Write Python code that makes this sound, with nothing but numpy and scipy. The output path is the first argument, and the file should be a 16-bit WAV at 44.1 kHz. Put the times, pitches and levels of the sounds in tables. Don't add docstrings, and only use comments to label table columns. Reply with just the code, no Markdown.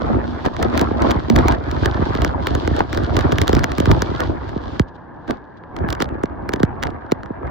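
import sys
import numpy as np
from scipy import signal
from scipy.fft import rfft, irfft, next_fast_len
from scipy.io import wavfile
from scipy.ndimage import uniform_filter1d, map_coordinates

SR = 44100
rng = np.random.default_rng(int(sys.argv[2]) if len(sys.argv) > 2 else 0)


def pcm_store(signal):
    levels = np.round(np.clip(np.atleast_2d(signal), -1, 1) * 32767)
    wavfile.write(sys.argv[1], SR, levels.astype(np.int16).T)


N = 330750


def amp(db):
    return 10 ** (np.asarray(db) / 20)


def unit(x):
    return x / np.sqrt(np.mean(x ** 2) + 1e-20)


def along(points, hz):
    f, v = np.transpose(points)
    return np.interp(np.log(hz + 1), np.log(f + 1), v)


def curves(rows):
    s, *cols = np.transpose(rows)
    return [np.interp(np.arange(N) / SR, s, c) for c in cols]


def wobble(rate):
    knots = rng.standard_normal(int(N * rate / SR) + 4)
    return map_coordinates(knots, [np.arange(N) * rate / SR])


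def filtered(x, response):
    size = next_fast_len(N + SR // 2)
    hz = np.fft.rfftfreq(size, 1 / SR)
    return irfft(rfft(x, size) * response(hz), size)[..., :N]


def add(track, s, sound):
    part = track[..., max(round(s * SR), 0):]
    part[..., :sound.shape[-1]] += sound[..., :part.shape[-1]]


def sweep(hz, cycles):
    return np.exp(-2j * np.pi * cycles * np.log(hz + 1))


# frequency_hz, likeness (0 to 1)
CLOSE_LIKENESS = [(60, 1), (300, 0.67), (700, 0.58), (1000, 0.26), (1400, 0.083), (2200, 0.033),
                  (3500, 0.17), (12000, 0.093)]


def pair(x, spectrum, alike=CLOSE_LIKENESS):
    def response(hz):
        turn = np.arccos(np.clip(along(alike, hz), -1, 1)) / 2
        colour = amp(along(spectrum, hz)) * sweep(hz, cycles=1.7)
        return colour * [np.cos(turn), np.sin(turn)]

    mid, side = filtered(x, response)
    return unit(np.array([mid + side, mid - side]))


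def noise():
    return rng.standard_normal((2, N))


def patter(rate, spread_db):
    chance = rng.random((2, N))
    size = np.clip(noise(), -2, 2)
    return unit((chance < rate / SR) * amp(spread_db * size) * np.sign(noise()))


def even(x):
    power = uniform_filter1d(np.mean(x ** 2, axis=0), SR // 14)
    power = uniform_filter1d(power, SR // 20)
    return x / np.sqrt(np.abs(power) + 1e-9)


def patchy(x, depth_db):
    z = signal.stft(x, nperseg=1024)[2]
    field = uniform_filter1d(rng.standard_normal(z.shape[1:]), size=4, axis=0)
    field = uniform_filter1d(field, size=4, axis=1)
    return signal.istft(z * amp(depth_db * unit(field)), nperseg=1024)[1][:, :N]


# time_s, strength_db
WIND_STRENGTH = [(0.0, -19.5), (0.2, -27.5), (0.26, -30.5), (0.54, -30), (0.66, -25), (1.18, -21.5),
                 (1.22, -31), (1.5, -14), (1.6, -30), (1.8, -20.5), (2.02, -20.5), (2.8, -25.5),
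                 (2.87, -32.5), (2.97, -23.5), (3.92, -25), (4.77, -33.5), (4.85, -49), (5.71, -50.5),
                 (5.8, -24.5), (6.38, -36.5), (6.68, -31), (7.3, -38), (7.5, -26.5)]
REFERENCE_WIND_DB = -22.5


def winds():
    return curves(WIND_STRENGTH)[0] - REFERENCE_WIND_DB


# centre_s, length_s, push_db, extra_bass_db, spray_carried_db
GUST_EVENTS = [(0.126, 0.16, -27.5, 4, -68), (0.464, 0.026, -21.5, -10, -45),
               (0.631, 0.07, -23.5, -2.5, -47), (0.79, 0.11, -22.5, -7, -45.5), (1.07, 0.12, -20, -14, -42),
               (1.421, 0.098, -21.5, 7, -46.5), (1.506, 0.071, -21.5, -4, -43.5),
               (1.839, 0.03, -21.5, 8, -43), (2.792, 0.037, -21.5, -7, -47), (3.248, 0.12, -25.5, 3, -46),
               (3.543, 0.092, -25.5, 11.5, -47.5), (3.914, 0.13, -25.5, 12, -46.5),
               (4.211, 0.044, -21.5, 5, -61), (5.298, 0.018, -25.5, -5.5, -50),
               (5.328, 0.056, -33, -9, -59.5), (6.018, 0.022, -23.5, -22, -39.5),
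               (6.855, 0.061, -28, 6, -62.5)]


def swells(levels_db):
    t = np.arange(N) / SR
    power = 0
    for (s, length, *_), db in zip(GUST_EVENTS, levels_db):
        bell = np.exp(-np.minimum((2 * (t - s) / length) ** 2, 60))
        power = power + amp(2 * db) * bell
    return power


# frequency_hz, relative_level_db (per Hz)
BUFFET_COLOUR = [(20, -37), (30, -31), (45, -0.5), (70, 8.5), (110, 4), (160, 0), (230, -10.5),
                 (450, -69.5)]
# frequency_hz, relative_level_db (per Hz)
FLUTTER_COLOUR = [(90, -14), (170, -4), (240, 2), (340, 0.5), (480, -9), (700, -4), (1500, -85)]
# frequency_hz, relative_level_db (per Hz)
RUSH_COLOUR = [(250, -30), (480, -1.5), (750, 0.5), (1000, -2), (1300, -4.5), (1650, -8.5), (2000, -15.5),
               (2600, -26), (5000, -56), (10000, -85)]
BUFFET_DB, BUFFET_GROWS, BUFFET_GUST_DB = -22, 1.14, -2.5
FLUTTER_DB, FLUTTER_GROWS, FLUTTER_GUST_DB = -25.5, 0.88, 4
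RUSH_DB, RUSH_GROWS, RUSH_GUST_DB = -28, 0.83, -0.5


def gusts():
    wind_db = winds()
    push_db, extra_bass_db = np.transpose(GUST_EVENTS)[2:4]
    push, heavy_push = swells(push_db), swells(push_db + extra_bass_db)

    def level(steady_db, gust, gust_db):
        return np.hypot(amp(steady_db), amp(gust_db) * np.sqrt(gust))

    eddies = wobble(28)
    flaps = .3 * noise() + patter(50, spread_db=2.5)
    slaps = .3 * noise() + patter(90, spread_db=4)
    grain = patchy(.6 * noise() + patter(240, spread_db=5), depth_db=3.5)

    buffet = even(amp(2 * eddies) * pair(flaps, BUFFET_COLOUR))
    buffet = buffet * level(BUFFET_DB + BUFFET_GROWS * wind_db, heavy_push, BUFFET_GUST_DB)
    flutter = even(amp(2.3 * eddies) * pair(slaps, FLUTTER_COLOUR))
    flutter = flutter * level(FLUTTER_DB + FLUTTER_GROWS * wind_db, push, FLUTTER_GUST_DB)
    rush = even(amp(2.3 * eddies) * pair(grain, RUSH_COLOUR))
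    rush = rush * level(RUSH_DB + RUSH_GROWS * wind_db, push, RUSH_GUST_DB)
    return amp(2.96 * wobble(14)) * (buffet + flutter) + rush


DRONE_HZ, DRONE_WIDTH_HZ, DRONE_DB, DRONE_UNTIL_S = 239, 7.8, -27.5, 1.3


def drone():
    narrow = lambda hz: 1 / (1 + ((hz - DRONE_HZ) / DRONE_WIDTH_HZ) ** 4)
    fade = 1 / (1 + (np.arange(N) / SR / DRONE_UNTIL_S) ** 20)
    return amp(DRONE_DB + winds()) * fade * unit(filtered(noise()[0], narrow))


# frequency_hz, phase_rad
BASS_PHASE = [(80, 0), (130, -.6), (200, -2.3), (300, -4.8), (400, -6.28)]


def widen_bass(x):
    return filtered(x, lambda hz: np.exp(1j * np.outer([1, 0], along(BASS_PHASE, hz))))


# time_s, relative_level_db
SPRAY_LEVEL = [(0.0, -52.5), (1.55, -50), (1.62, -55.5), (1.74, -48.5), (2.26, -45), (2.36, -59.5),
               (2.47, -47), (2.8, -45.5), (2.85, -54), (2.93, -48), (4.24, -47), (4.36, -58.5), (4.5, -53),
               (4.6, -57), (4.71, -51), (4.81, -54), (4.84, -76)]
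# frequency_hz, relative_level_db (per Hz)
HISS_COLOUR = [(900, -17), (2200, -7.5), (3300, 2), (4500, -2.5), (6500, -17), (8300, -28), (10300, -54),
               (12500, -38), (15000, -38)]
WISPS_S, WISP_HALF_S, WISP_DB = [4.887, 4.955, 5.578], 0.0075, -59.5
SPLASH_RISE_S, SPLASH_DECAY_S, SPLASH_DB, SPLAT_DB = .004, .006, -33, -12.5
STRAY_RATE, STRAY_SPREAD_DB, STRAY_DB = 55, 6.5, -1.5


def spray():
    spray_db, = curves(SPRAY_LEVEL)
    t = np.arange(N) / SR
    wisps = sum(np.exp(-np.minimum(((t - s) / WISP_HALF_S) ** 2, 60)) for s in WISPS_S)
    gust_spray = swells(np.transpose(GUST_EVENTS)[4])
    wet = np.sqrt(amp(2 * spray_db) + gust_spray + amp(2 * WISP_DB) * wisps)

    times, tick_db = np.transpose(ticks())
    blows = np.bincount(np.round(times * SR).astype(int), amp(tick_db), N)
    lag = np.arange(-SR // 8, SR // 8) / SR
    swell_and_fade = np.exp(np.minimum(lag / SPLASH_RISE_S, -lag / SPLASH_DECAY_S))
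    splash = signal.fftconvolve(blows, swell_and_fade, "same")
    splat = amp(SPLAT_DB + winds() / 2) * splash * pair(noise(), RUSH_COLOUR)

    level = amp(1.0) * wet + amp(SPLASH_DB) * splash
    grainy_noise = noise() + 0.7 * patter(900, spread_db=5.0)
    mist = level * amp(2.1 * wobble(16)) * pair(grainy_noise, HISS_COLOUR)
    stray_level = amp(STRAY_DB) * wet + amp(-66 + winds())
    strays = stray_level * pair(patter(STRAY_RATE, spread_db=STRAY_SPREAD_DB), HISS_COLOUR)
    return mist + splat + strays


# frequency_hz, relative_level_db (per Hz)
ROAR_COLOUR = [(30, -11.5), (70, 7.5), (300, 5.5), (450, 0.5), (700, 0), (950, 4), (1250, -7.5),
               (1700, -11), (2200, -35), (3200, -33.5), (4400, -49.5), (9000, -69.5)]
# frequency_hz, likeness (0 to 1)
ROAR_LIKENESS = [(100, 0.68), (450, 0.17), (1000, 0.86), (1700, 0.95), (2200, 0.24), (4000, 0.32)]


def far_roar():
    body = amp(-38 + 2.5 * wobble(3.6)) * pair(noise(), ROAR_COLOUR, ROAR_LIKENESS)
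    whistle_hz, left_db = 1650, 2
    narrow = lambda hz: 1 / (1 + ((hz - whistle_hz) / 110) ** 2)
    whistle = amp(-54.0 + 0.43 * wobble(2.7)) * unit(filtered(noise()[0], narrow))
    return body + amp([[left_db], [-left_db]]) * whistle


# start_s, pitch_hz, level_db, rise_s, t60_s, left_minus_right_db
HOOT_EVENTS = [(.098, 229, -8, .012, .16, -6), (1.301, 230, -5, .005, .3, -5),
               (2.345, 905, -9, .002, .03, 6)]


def hoots():
    track, t = np.zeros((2, N)), np.arange(SR // 6) / SR
    for s, hz, db, rise, t60, pan_db in HOOT_EVENTS:
        wavering_hz = hz * (1 + .07 * wobble(300)[:len(t)])
        phase = 2 * np.pi * np.cumsum(wavering_hz) / SR
        swell = amp(db - 60 * t / t60) * (1 - np.exp(-t / rise))
        swell = swell / (1 + (t / 0.059) ** 8)
        pan = amp([[pan_db / 2], [-pan_db / 2]])
        add(track, s, swell * pan * np.sin(phase + np.array([[0], [2.1]])))
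    return track


THUMP_BELOW, THUMP_SPREAD, THUMP_TOP_HZ, LOW_CUT_HZ = 0.99, 0.32, 2070, 38


def thump(hz, thump_db, thump_hz):
    octaves = np.log2((hz + 1) / thump_hz)
    above = THUMP_SPREAD * np.log2(THUMP_TOP_HZ / thump_hz)
    bump = np.exp(-.5 * (octaves / np.where(octaves < 0, THUMP_BELOW, above)) ** 2)
    bump = bump / (1 + (LOW_CUT_HZ / (hz + 1)) ** 6)
    return amp(thump_db - 0.5) * bump / bump.mean()


# frequency_hz, relative_level_db
TICK_COLOUR = [(250, -10.5), (700, -0.5), (1600, 4.5), (2500, -3.5), (3300, -3.5), (5000, -7.5),
               (7000, -11.5), (10000, -18.5), (12500, -24.5), (15000, -20)]
TICK_BRIGHTENS, TYPICAL_TICK_DB = 0.27, -10


def tick(hz, tick_db):
    delays = rng.exponential(0.000609, (4, 1, 1))
    shares = 0.48 * rng.standard_normal((4, 1, 1)) + 0.23 * rng.standard_normal((4, 2, 1))
    comb = 1 + np.sum(shares * np.exp(-2j * np.pi * hz * delays), axis=0)
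    comb = comb / np.abs(comb).mean()
    slope_db = TICK_BRIGHTENS * (tick_db - TYPICAL_TICK_DB) + .8 * rng.standard_normal()
    colour = amp(along(TICK_COLOUR, hz) + slope_db * np.log2((hz + 200) / 4000))
    side_level = amp(tick_db + 10.5 + rng.standard_normal((2, 1)))
    return side_level * colour / colour.mean() * comb


# time_s, relative_tick_db, relative_thump_db, thump_hz
HEAVY_DROPS = [(0.4614, -17.5, -3.5, 270), (0.627, -11, -10.5, 236), (0.8128, -11.5, 1.5, 287),
               (1.021, -17, -8.5, 236), (1.108, -11.5, -4.5, 362), (1.2997, -11.5, 2.5, 298),
               (1.388, -15, -2, 337), (1.4826, -9, -9.5, 450), (1.858, -11, -9.5, 211),
               (2.151, -17, -5.5, 265), (2.2472, -10.5, -6, 240), (2.4699, -12, -9, 340),
               (2.5507, -15, -5, 310), (2.6758, -16, -4, 348), (2.9741, -14, -5.5, 339),
               (3.167, -10.5, -6, 213), (3.325, -18.5, -2, 279), (3.416, -8, -6.5, 283),
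               (3.4925, -16, 1, 374), (3.53, -13.5, 3.5, 297), (3.567, -18.5, -6, 320),
               (3.6415, -8, -8.5, 297), (3.7824, -11.5, -2, 194), (3.8015, -14.5, 0.5, 294),
               (3.8564, -14, -9.5, 239), (3.9144, -9.5, -3, 287), (4.0204, -9, -5.5, 234),
               (4.2042, -15, -8.5, 476), (4.7958, -14.5, 5, 101), (5.3083, -18, -9.5, 277),
               (6.003, -15.5, -7, 339), (6.0218, -8, -4.5, 352), (6.2354, -21.5, -0.5, 321),
               (6.491, -15.5, -9.5, 330), (6.5358, -11, -3.5, 331), (6.601, -26, -4, 290),
               (6.6314, -12, 6.5, 170), (7.1193, -12.5, 4, 339)]
# time_s, relative_tick_db
LIGHT_GRIT = [(0.453, -21), (0.566, -24.5), (0.776, -11), (0.794, -12), (1.115, -15), (1.3616, -8.5),
              (1.5218, -18.5), (1.7133, -19.5), (2.219, -15), (2.765, -18), (2.792, -20.5), (2.9292, -15.5),
              (2.947, -20), (3.0354, -23), (3.1906, -14), (3.209, -17.5), (3.321, -15), (3.384, -12),
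              (3.4792, -8.5), (3.5505, -13), (3.5923, -16.5), (3.718, -17), (4.492, -25.5), (5.2783, -29),
              (5.637, -35.5), (5.765, -22), (5.788, -28), (5.8876, -19), (5.9036, -16), (5.9267, -14),
              (5.95, -25.5), (6.056, -31), (6.0897, -30.5), (6.257, -29), (6.56, -25), (6.597, -27),
              (6.8274, -15.5), (6.835, -11.5), (6.87, -23.5), (6.903, -31), (7.2328, -28.5), (7.2595, -31),
              (7.4704, -35.5)]


def ticks():
    return [row[:2] for row in HEAVY_DROPS] + LIGHT_GRIT


# time_s, relative_thump_db, thump_hz
AIR_SLAPS = [(0.659, -4.5, 302), (0.9118, -1.5, 305), (1.152, -2, 67), (1.365, -0.5, 64.5),
             (1.495, -7, 69.4), (1.99, -2.5, 75.3), (2.02, -1, 267), (2.103, -5, 234), (2.806, -6, 103),
             (3.412, -3.5, 69), (3.872, 0, 186), (3.898, -6, 65), (4.113, -5, 234), (4.56, -4, 203),
             (5.838, -5.5, 128), (6.151, -10.5, 277), (7.3034, -8, 223)]
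# soonest_s, latest_s, level_db (re the hit)
HIT_FRAGMENTS = [(-.007, .006, -14), (-.018, .028, -17)]


def drops():
    size, lead = 2 ** 12, .005
    hz = np.fft.rfftfreq(size, 1 / SR)
    blows = []
    for s, tick_db, thump_db, thump_hz in HEAVY_DROPS:
        blows.append((s, tick(hz, tick_db) + thump(hz, thump_db, thump_hz)))
    for s, tick_db in LIGHT_GRIT:
        blows.append((s, tick(hz, tick_db)))
    for s, thump_db, thump_hz in AIR_SLAPS:
        blows.append((s, thump(hz, thump_db, thump_hz)))
    for s, tick_db in ticks():
        for soonest, latest, db in HIT_FRAGMENTS:
            blows.append((s + rng.uniform(soonest, latest), tick(hz, tick_db + db)))

    track = np.zeros((2, N))
    for s, spectrum in blows:
        chirp = sweep(hz, cycles=1.7 + 0.1 * rng.standard_normal())
        delay = np.exp(-2j * np.pi * hz * lead)
        add(track, s - lead, irfft(spectrum * chirp * delay))
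    return track


# pitch_hz, level_db, t60_s
KNOCK_RINGING = [(430, 6, .014), (880, 14, .008), (1450, 10, .006)]
KNOCK_S, KNOCK_RISE_S, KNOCK_PAN_DB = 2.8052, 0.0016, 3


def knock():
    track, t = np.zeros((2, N)), np.arange(SR // 10) / SR
    lag = np.array([[0], [np.pi / 2]])
    ring = sum(amp(db - 60 * t / t60) * np.sin(2 * np.pi * hz * t - lag) for hz, db, t60 in KNOCK_RINGING)
    pan = amp([[KNOCK_PAN_DB / 2], [-KNOCK_PAN_DB / 2]])
    add(track, KNOCK_S, ring * (1 - np.exp(-t / KNOCK_RISE_S)) * pan)
    return track


# frequency_hz, phase_rad
STEREO_PHASE = [(50, -.1), (200, -1), (400, -.9), (600, -3), (1000, -4), (1500, -5.1), (2200, -6.1),
                (2800, -11.4), (4500, -13.4), (6300, -13.5), (10000, -15.7), (13000, -18.7)]
# frequency_hz, left_minus_right_db
STEREO_TILT = [(60, -3), (230, -4.5), (400, -1), (750, 4.5), (1200, -2), (3000, -3), (12000, 0)]


def stereo_difference(x, tilt):
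    def response(hz):
        half = amp(tilt * along(STEREO_TILT, hz) / 2)
        return np.array([half * np.exp(1j * along(STEREO_PHASE, hz)), 1 / half])

    return filtered(x, response)


def scene():
    wind_and_spray = stereo_difference(widen_bass(gusts() + drone()) + spray(), tilt=0.54)
    hits = stereo_difference(drops(), tilt=0.97)
    return wind_and_spray + hits + hoots() + knock() + far_roar()


TOP_HZ = 16200


def record(dry):
    rounded = dry / (1 + np.abs(dry / .92) ** 6) ** (1 / 6)
    return filtered(rounded, lambda hz: 1 / (1 + (hz / TOP_HZ) ** 120))


dry = scene()
out = record(dry)
pcm_store(out)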